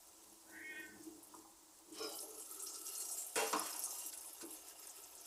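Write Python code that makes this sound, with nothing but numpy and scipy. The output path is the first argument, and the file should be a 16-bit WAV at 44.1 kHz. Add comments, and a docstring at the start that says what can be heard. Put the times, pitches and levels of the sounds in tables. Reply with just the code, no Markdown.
"""A stew simmers under a steel lid on a gas ring: steam bubbles fizz, larger ones make the trapped air hum.
At 0.5 s a crow caws once outside, its throat pulses ragged, then steadier, then fraying.
The lid is gripped at 1.3 s and dragged off the rim near 2 s, its steel catching and slipping.
The open pan sizzles louder and spits as drops of water burst in the fat.
At 3.4 s the lid thuds onto a plate, chatters and rings; after 4 s the sizzle eases."""
import sys
import numpy as np
from scipy import signal
from scipy.fft import rfft, irfft
from scipy.io import wavfile
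from scipy.ndimage import uniform_filter1d

SR = 44100
rng = np.random.default_rng(int(sys.argv[2]) if len(sys.argv) > 2 else 0)


def store_wav(level_fs):
    """Save 16-bit WAV to argv[1]."""
    pcm = np.round(np.clip(np.atleast_2d(level_fs), -1, 1) * 32767)
    wavfile.write(sys.argv[1], SR, pcm.T.astype(np.int16))


N = 232306
LID_ALOFT_S = (2.17, 2.35, 3.0, 3.33)   # leaves the rim, is clear, nears the plate, lands


def from_db(db):
    """Gain of a level in dB."""
    return 10 ** (np.asarray(db) / 20)


def rms_one(x):
    """Scaled to rms 1."""
    return x / np.sqrt(np.mean(x ** 2) + 1e-20)


def envelopes(rows):
    """One curve, sample by sample, for each column after the time."""
    times_s, *columns = np.transpose(rows)
    return [np.interp(np.arange(N) / SR, times_s, column) for column in columns]


def drift(rate_hz):
    """Smooth random modulation of rms 1, rolling off above rate_hz."""
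    pole = np.exp(-80 * np.pi * rate_hz / SR)
    slow = signal.lfilter([1], [1, -2 * pole, pole * pole], rng.standard_normal(N // 40 + 2002))[2000:]
    return np.interp(np.arange(N) / 40, np.arange(len(slow)), rms_one(slow))


def resonate(x, modes):
    """Parallel resonances of alternating sign; each mode is pitch_hz, width_hz, level_db."""
    out = np.zeros(len(x))
    for k, (hz, width_hz, level_db) in enumerate(modes):
        r = np.exp(-np.pi * width_hz / SR)
        poles = [1, -2 * r * np.cos(2 * np.pi * hz / SR), r * r]
        gain = (-1) ** k * from_db(level_db) * (1 - r * r) / 2
        out += gain * signal.lfilter([1, 0, -1], poles, x + 1e-18)
    return out


def ring_clear(x, modes):
    """Resonances passed twice, so that the valleys between them stay dark."""
    return resonate(resonate(x, modes), [(hz, 2.18 * width_hz, 0) for hz, width_hz, _ in modes])


def grains(per_s, uneven_db):
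    """Random clicks of uneven size and sign; rms 1."""
    sizes = from_db(uneven_db * np.minimum(rng.exponential(1, N), 5)) * rng.choice([-1, 1], N)
    return rms_one(sizes * (rng.random(N) < per_s / SR))


def burst(t60_s):
    """Noise that starts at once and dies away."""
    age = np.arange(int(.3 * SR)) / SR
    return rng.standard_normal(len(age)) * from_db(-60 * age / t60_s)


def add(out, start_s, sound):
    """Mixes a sound in at a time."""
    at = int(start_s * SR)
    out[at:at + len(sound)] += sound[:N - at]


def kitchen_tone(level_db):
    """A steady bed of low rumble and faint hiss."""
    # spectrum of the bed: frequency_hz, level_db
    spectrum = [(12, -39), (20, -5.5), (78, -6), (153, -20), (245, -14), (315, -7), (478, -30), (934, -5),
                (1540, -14), (2690, -17), (8190, -5), (13200, -20), (15600, -9.5)]
    hz, shape_db = np.transpose(spectrum)
    bins_hz = np.fft.rfftfreq(N, 1 / SR) + 1
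    colour = from_db(np.interp(np.log(bins_hz), np.log(hz), shape_db))
    return from_db(level_db) * rms_one(irfft(rfft(rng.standard_normal(N)) * colour, N))


def sizzle(level_db, tilt_db):
    """Tiny steam bubbles of many sizes ring a few cycles each, in patches."""
    # colour of the fizz: frequency_hz, level_db
    spectrum = [(940, -76), (1600, -15), (2210, -17), (2780, -9.5), (3990, -9.5), (4350, -17), (4640, -5),
                (4960, -3.5), (7690, 0.5), (12100, 3), (15600, -19.5)]
    shape_hz, shape_db = np.transpose(spectrum)
    surge_db = drift(9) + 1.54 * drift(39)
    out = np.zeros(N)
    for hz in np.geomspace(1500, 15200, 30):
        patch_db = surge_db + 1.3 * drift(4) + 2.6 * drift(25)
        colour_db = np.interp(np.log(hz), np.log(shape_hz), shape_db) + tilt_db * np.log2(hz / 7000)
        pops = from_db(patch_db) * grains(3000, uneven_db=3.5)
        out += from_db(colour_db) * resonate(pops, [(hz, hz / 25, 0)])
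    running_rms = np.sqrt(uniform_filter1d(out ** 2, SR // 2))
    return from_db(level_db) * out / running_rms   # the envelope alone sets the slow swell


def pan_ring(x, ring_db):
    """The thin steel rings with the frying; each mode swells and fades as the food and steam shift."""
    # modes of the pan steel: pitch_hz, width_hz, level_db
    pan_modes = [(2800, 70, -2), (3280, 60, -5), (4300, 50, 1), (4870, 80, -2), (5200, 80, 0),
                 (5400, 70, -2), (5700, 60, 0), (6020, 100, 0), (6450, 80, 0), (6920, 100, 0),
                 (7610, 120, 1), (7980, 40, 0), (8300, 90, -2), (8660, 70, -1), (9000, 110, 0),
                 (9700, 70, -1), (10480, 90, -1), (10850, 90, -3), (11250, 70, -2), (11680, 80, -1),
                 (12230, 70, -2), (12520, 80, -3), (13250, 80, -2)]
    rings = sum((-1) ** k * from_db(4 * drift(4) - 1) * resonate(x, [mode])
                for k, mode in enumerate(pan_modes))
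    ring_gain = from_db(ring_db)
    return x / np.sqrt(1 + ring_gain ** 2) + ring_gain * rings


def low_voice_gains():
    """Rumble, hum, gurgle, hollow note and gap ring shift as the lid moves and swell for its thud."""
    # hum of the enclosed air: time_s, level_db
    hum_curve = [(0, -79.5), (.28, -69), (.41, -73), (.51, -62.5), (.88, -60), (1.04, -55), (1.17, -62.5),
                 (1.29, -69), (1.39, -60.5), (1.51, -72), (1.83, -77), (1.91, -60.5), (2.08, -58.5),
                 (2.17, -66), (2.9, -72), (3.3, -78), (4.4, -85.5), (4.43, -56), (4.62, -76), (5.27, -79)]
    # air round the moving lid: time_s, hollow_db, gap_db
    open_air = [(0, -77, -78.5), (.43, -88, -82.5), (.52, -70, -83), (1.1, -77, -80), (1.98, -101, -86),
                (2.08, -69, -66), (2.3, -81, -70), (2.65, -80, -62.5), (2.92, -76, -65.5),
                (3.11, -63.5, -67), (3.3, -69, -73.5), (4.1, -78.5, -76), (5.27, -73.5, -71.5)]
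    # low thud and fading ring of the lid landing on the plate: start_s, level_db, fade_s (to lose 10 dB)
    thuds = [(3.369, -46, 0.05), (3.533, -47.5, 0.07), (3.6, -66.5, 0.6)]
    thud_rise_s, thud_shares_db = .012, (-18, -2, 1.5, -3, -6.5)
    t = np.arange(N) / SR
    hum_db, = envelopes(hum_curve)
    aloft = np.interp(t, LID_ALOFT_S, [0, 1, 1, 0])
    covered = t < LID_ALOFT_S[0]
    rumble_db = hum_db - 14 - 14 * aloft
    gurgle_db = -70.5 - 3 * covered + 0.26 * (hum_db + 70)
    thud = np.zeros(N)
    for start_s, level_db, fade_s in thuds:
        attack = np.clip((t - start_s) / thud_rise_s + 1, 0, 1)
        thud += attack * from_db(level_db - 10 * np.maximum(t - start_s, 0) / fade_s)
    levels_db = (rumble_db, hum_db, gurgle_db, *envelopes(open_air))
    return [from_db(db) + from_db(share_db) * thud for db, share_db in zip(levels_db, thud_shares_db)]


def pan_air_and_lid_thud():
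    """Larger bubbles stir the air between pan and lid; the same resonances voice the lid's landing."""
    # five low voices, each: pitch_hz, width_hz, level_db
    rumble = [(95.3, 15.4, -2), (208.8, 23, 1)]
    hum = [(319, 30, 0), (434.6, 3.4, -3.5)]
    gurgle = [(531, 86, -4), (803, 175, 1), (1016, 190, -1)]
    hollow = [(692, 140, 0)]
    gap = [(395, 47, 6.5), (1316, 94, 3.5)]
    out = np.zeros(N)
    for gain, modes in zip(low_voice_gains(), (rumble, hum, gurgle, hollow, gap)):
        stirring = from_db(1.8 * drift(12)) * grains(1200, uneven_db=2.8)
        out += gain * rms_one(ring_clear(stirring, modes))
    return out


def spits_and_slips(sizzle_db, small_count):
    """Quick clusters of uneven cracks: water drops bursting in the fat, and the lid slipping on the rim."""
    # spits, except the rows at 1.9523, 1.9836 and 2.024 s: bright scraping slips of the lid near 5.5 kHz
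    # start_s, level_db, pitch_hz, t60_s
    accents = [(0.2994, -48, 8110, 0.027), (0.7977, -46, 12500, 0.075), (1.0207, -47, 6740, 0.094),
               (1.035, -41.5, 8900, 0.082), (1.2293, -39.5, 10500, 0.11), (1.2707, -44.5, 10600, 0.065),
               (1.3485, -46, 7050, 0.035), (1.9222, -40, 8100, 0.14), (1.9523, -49, 5300, 0.065),
               (1.9836, -33, 5500, 0.055), (2.024, -31.5, 5740, 0.088), (2.1233, -38, 7500, 0.06),
               (2.1507, -31.5, 10800, 0.32), (2.1848, -33, 5100, 0.052), (2.2035, -29, 9500, 0.067),
               (2.2225, -34, 9500, 0.093), (2.3976, -34, 8250, 0.29), (2.5125, -31.5, 9900, 0.039),
               (2.5464, -33.5, 9600, 0.072), (2.5977, -28.5, 7860, 0.12), (2.6226, -26.5, 9900, 0.17),
               (2.667, -32, 5450, 0.11), (2.6894, -32, 6700, 0.26), (2.7438, -32.5, 5400, 0.14),
               (2.866, -30, 6750, 0.059), (2.948, -28, 6850, 0.089), (2.9794, -27.5, 10300, 0.06),
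               (2.9995, -25, 7500, 0.24), (3.086, -31.5, 7140, 0.13), (3.113, -23, 9050, 0.15),
               (3.1773, -30.5, 8100, 0.31), (3.2661, -29.5, 11000, 0.063), (3.3569, -20, 8700, 0.13),
               (3.5949, -21.5, 10500, 0.012), (3.762, -28.5, 9500, 0.023), (3.7934, -24, 11600, 0.051),
               (3.8388, -20, 9000, 0.098), (3.985, -26.5, 9900, 0.099), (4.062, -25.5, 11100, 0.09),
               (4.129, -36, 5100, 0.04), (4.1326, -32.5, 9000, 0.095), (4.1742, -31, 9400, 0.05),
               (4.2095, -34.5, 10900, 0.041), (4.257, -32.5, 9600, 0.16), (4.331, -34.5, 11200, 0.044),
               (4.411, -33.5, 9500, 0.13), (4.412, -37.5, 4550, 0.08), (4.452, -35, 10500, .2),
               (4.5067, -32, 10500, 0.06), (4.5274, -32, 10700, 0.12), (4.6804, -36, 8040, 0.075),
               (4.797, -39, 12000, 0.07), (4.871, -36, 8700, 0.033), (4.8953, -35, 7250, 0.099),
               (5.0371, -37, 7450, 0.051), (5.1518, -38, 9800, 0.063), (5.1788, -39, 7000, 0.065),
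               (5.111, -44, 13000, .05), (5.2122, -39, 10500, 0.053), (5.254, -41, 7500, 0.046)]
    # lesser spits fall at random and follow the level of the sizzle
    small_spits = [(when * N / SR, sizzle_db[int(when * N)] + 10 - 8 * weak, 8300 * 1.7 ** (high - .5), .06)
                   for when, weak, high in rng.random((small_count, 3))]
    out = np.zeros(N)
    for start_s, level_db, hz, t60_s in list(accents) + small_spits:
        hiss = burst(t60_s)
        crack_db = 2 + 5.1 * np.minimum(rng.exponential(1, len(hiss)), 3.5)
        cracks = 1 + from_db(crack_db) * (rng.random(len(hiss)) < 900 / SR)
        cracks[0] += 10.5   # a sharp opening click
        swell = 1 - 0.64 * np.exp(-np.arange(len(hiss)) / (0.015 * SR))
        band = [(hz, 0.42 * hz, 0)]
        cluster = resonate(resonate(hiss * cracks * swell, band), band)
        attack_rms = np.sqrt(np.mean(cluster[:SR // 50] ** 2))
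        add(out, start_s, from_db(level_db - 18.5) * cluster / attack_rms)
    return out


def crow():
    """Hoarse throat pulses; the throat colour rises and sags, and a wider beak adds edge."""
    # contour of the caw: time_s, pitch_hz, level_db, throat_centre_hz
    caw = [(.44, 296, -99, 1500), (.49, 295.7, -66.5, 1470), (.6, 314.7, -55.5, 1970),
           (.65, 314, -54, 2170), (.7, 309.9, -50, 2140), (.78, 305, -50, 1830), (.88, 306.3, -60.5, 1720),
           (1.02, 297.6, -78.5, 1670), (1.1, 298, -101, 1750)]
    # formants of throat and beak: pitch_hz, width_hz, level_db
    throat_modes = [(1474, 150, 9), (1830, 160, 9), (2200, 150, 3)]
    beak_modes = [(2486, 55, -7), (3110, 170, -13.5), (3320, 130, -10)]
    clears_at_s, clearing_s = .6, .06
    t = np.arange(N) / SR
    hz, level_db, centre_hz = envelopes(caw)
    ragged = .5 * np.clip(1 - (t - clears_at_s) / clearing_s, 0, 1)
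    fraying = 0.66 * np.maximum(t - clears_at_s - clearing_s, 0)
    rough = np.clip(0.067 + ragged + fraying, 0, 1)
    cycles = np.cumsum(hz * (1 + 0.11 * rough * drift(100))) / SR
    pulses = np.diff(np.floor(cycles), prepend=0) + 0.07 * rough * rng.standard_normal(N)
    beak_db = np.interp(t, (.62, .75, .84, .95), (-12, 6, 6, -12))   # opens, holds wide, narrows
    voice = from_db(beak_db) * resonate(pulses, beak_modes)
    for k, mode in enumerate(throat_modes):
        octaves_off = np.abs(np.log2(mode[0] / centre_hz))
        voice += (-1) ** (k + 1) * from_db(-35 * octaves_off) * resonate(pulses, [mode])
    voice = signal.sosfilt(signal.butter(4, [1400, 3550], "band", fs=SR, output="sos"), voice)
    return from_db(level_db + 1.8 * drift(14)) * voice / np.sqrt(uniform_filter1d(voice ** 2, 2000))


def lid_contacts():
    """Every blow and the four chatters that follow it, each weaker and landing a little elsewhere."""
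    # lid gripped and set down: start_s, level_db, centre_hz, clash_db, t60_s, loss_per_chatter_db
    blows = [(1.336, -41, 770, -25, 0.039, 10), (1.38, -61, 900, -27, 0.067, 22),
             (1.444, -50.5, 795, -22, 0.047, 28), (3.357, -26.5, 467, 2.5, 0.27, 2.5),
             (3.46, -40.5, 1240, 1, .27, 25), (3.529, -23, 1054, 0.5, 0.055, 5),
             (3.531, -32, 275, -20, 0.092, 25), (3.599, -37.5, 1270, -25, 0.4, 28),
             (3.657, -46.5, 1170, 9, 0.24, 25), (3.689, -46, 880, -3, 0.15, 25),
             (3.74, -42.5, 770, 0.5, 0.29, 21), (3.86, -47, 1030, -11, 0.32, 5),
             (3.95, -49.5, 950, -2, 0.41, 30), (4.13, -55.5, 3020, 10.5, 0.09, 25),
             (4.408, -52.5, 1010, 7, 0.14, 15), (4.416, -45, 322, 2, 0.073, 10)]
    gap_s, scatter_octaves = .018, 0.23
    contacts = []
    for start_s, level_db, hz, clash_db, t60_s, loss_db in blows:
        for k in range(5):
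            at_s = start_s + gap_s * k * rng.uniform(.92, 1.08)
            octaves = scatter_octaves * rng.uniform(-1, 1) * (k > 0)
            contacts.append((at_s, level_db - loss_db * k, hz * 2 ** octaves, clash_db, t60_s))
    return contacts


def lid_knocks():
    """Each contact rattles the lid modes near its centre pitch; hard blows also clash in the treble."""
    # modes of the lid steel: pitch_hz, width_hz, level_db
    lid_modes = [(209, 56, -12), (311, 13, -6), (440, 14, -3), (479.4, 16, -4.5), (499, 21, -2.5),
                 (633, 64, -9), (730, 100, -11.5), (811, 20, 2.5), (905, 48, 1.5), (1000, 49, 4.5),
                 (1045, 16, 6.5), (1090, 71, 0), (1171, 61, 2.5), (1252, 62, 3), (1450, 71, -5),
                 (1845, 270, -10.5), (2260, 59, -10), (2460, 45, -8), (2715, 30, -3), (2777, 31, -6),
                 (3290, 120, -13), (3630, 22, -8.5), (4420, 21, -10), (5200, 52, -22), (5680, 75, -31),
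                 (6200, 46, -19), (6990, 31, -7), (7890, 50, -47)]
    treble_modes = lid_modes[len(lid_modes) // 2:] + [(5570, 2700, -17)]
    out = np.zeros(N)
    for start_s, level_db, hz, clash_db, t60_s in lid_contacts():
        rattle = burst(t60_s)
        band = [(hz, 0.66 * hz, 0)]
        body = resonate(resonate(resonate(rattle, lid_modes), band), band)
        clash = resonate(rattle, treble_modes)
        knock = body / np.abs(body).max() + from_db(clash_db) * clash / np.abs(clash).max()
        add(out, start_s, from_db(level_db - 6) * knock)
    return out


def lid_drag():
    """Steel catches and slips on the rim in uneven clicks; off the rim only the low modes are stirred."""
    # the pull across the rim: time_s, level_db, outer_edge_db
    pull = [(1.86, -92, -1), (1.95, -62, -10), (2.0, -51, -6), (2.05, -45.5, -8.5), (2.09, -56.5, 2.5),
            (2.15, -59, 6), (2.175, -76, 10), (2.24, -55.5, 5.5), (2.4, -63.5, -16)]
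    # modes of the rim and its outer edge: pitch_hz, width_hz, level_db
    rim_modes = [(415.5, 42, 1.5), (1150, 160, -12.5), (1397, 57, -9), (2440, 270, -19.5), (2590, 23, -34),
                 (3897, 34, -9), (5040, 25, 0.5), (5210, 63, -4), (5500, 22, -8)]
    edge_modes = [(562, 42, -5.5), (818, 49, -5.5), (3030, 93, -7.5), (4740, 93, -8)]
    level_db, edge_db = envelopes([(pull[0][0] - .03, -100, 0), *pull, (pull[-1][0] + .1, -100, 0)])
    slips = from_db(2.4 * drift(38)) * grains(3000, uneven_db=3)
    scrape = ring_clear(slips, rim_modes) + from_db(edge_db) * ring_clear(slips, edge_modes)
    off_rim = np.clip((np.arange(N) / SR - LID_ALOFT_S[0]) / 0.023, 0, 1)
    dull = signal.sosfilt(signal.butter(4, 750, fs=SR, output="sos"), scrape)
    return from_db(level_db) * rms_one((1 - off_rim) * scrape + off_rim * dull)


def room(x, level_db, t60_s, wall_cut_hz):
    """A diffuse tail, duller than the direct sound."""
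    age = np.arange(int(.8 * SR)) / SR
    tail = rng.standard_normal(len(age)) * from_db(-60 * age / t60_s) * (age > .006)
    tail = signal.sosfilt(signal.butter(1, wall_cut_hz, fs=SR, output="sos"), tail)
    return from_db(level_db) * signal.fftconvolve(x, tail / np.sqrt(np.sum(tail ** 2)))[:N]


def scene():
    """The dry pan, with drag, knocks and crow in a short reverb, over the steady kitchen tone; mono."""
    # swell and brightness of the sizzle: time_s, level_db, tilt_db_per_octave
    simmer = [(0, -65, -3), (1.2, -65.5, -3), (1.87, -70.5, -3), (1.97, -54, -7.5), (2.15, -52.5, 0),
              (2.35, -54.5, -1), (2.8, -51, -1), (2.95, -45.5, -0.5), (3.2, -48.5, -0.5), (3.33, -53, -1.5),
              (3.4, -46, -4), (3.61, -44, -7), (3.72, -48.5, -2.5), (3.93, -45, 0), (4.2, -55, -3),
              (4.5, -57.5, -3.5), (4.75, -57, -5), (5.27, -58, -4)]
    sizzle_db, tilt_db = envelopes(simmer)
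    crackle = spits_and_slips(sizzle_db, small_count=24) + sizzle(sizzle_db, tilt_db)
    pan = pan_ring(crackle, ring_db=-0.5 + 0.4 * (sizzle_db + 50))   # louder frying rings more
    lid_and_crow = lid_drag() + lid_knocks() + crow()
    bed = kitchen_tone(level_db=-64.5)
    reverb = room(lid_and_crow, level_db=-11.5, t60_s=0.23, wall_cut_hz=3000)
    return (lid_and_crow + reverb + pan + pan_air_and_lid_thud() + bed)[None]


def record(dry):
    """A steep low-pass takes off the very top."""
    cutoff_hz = 15560
    return signal.sosfilt(signal.ellip(14, .3, 75, cutoff_hz, fs=SR, output="sos"), dry)


dry = scene()
out = record(dry)
store_wav(out)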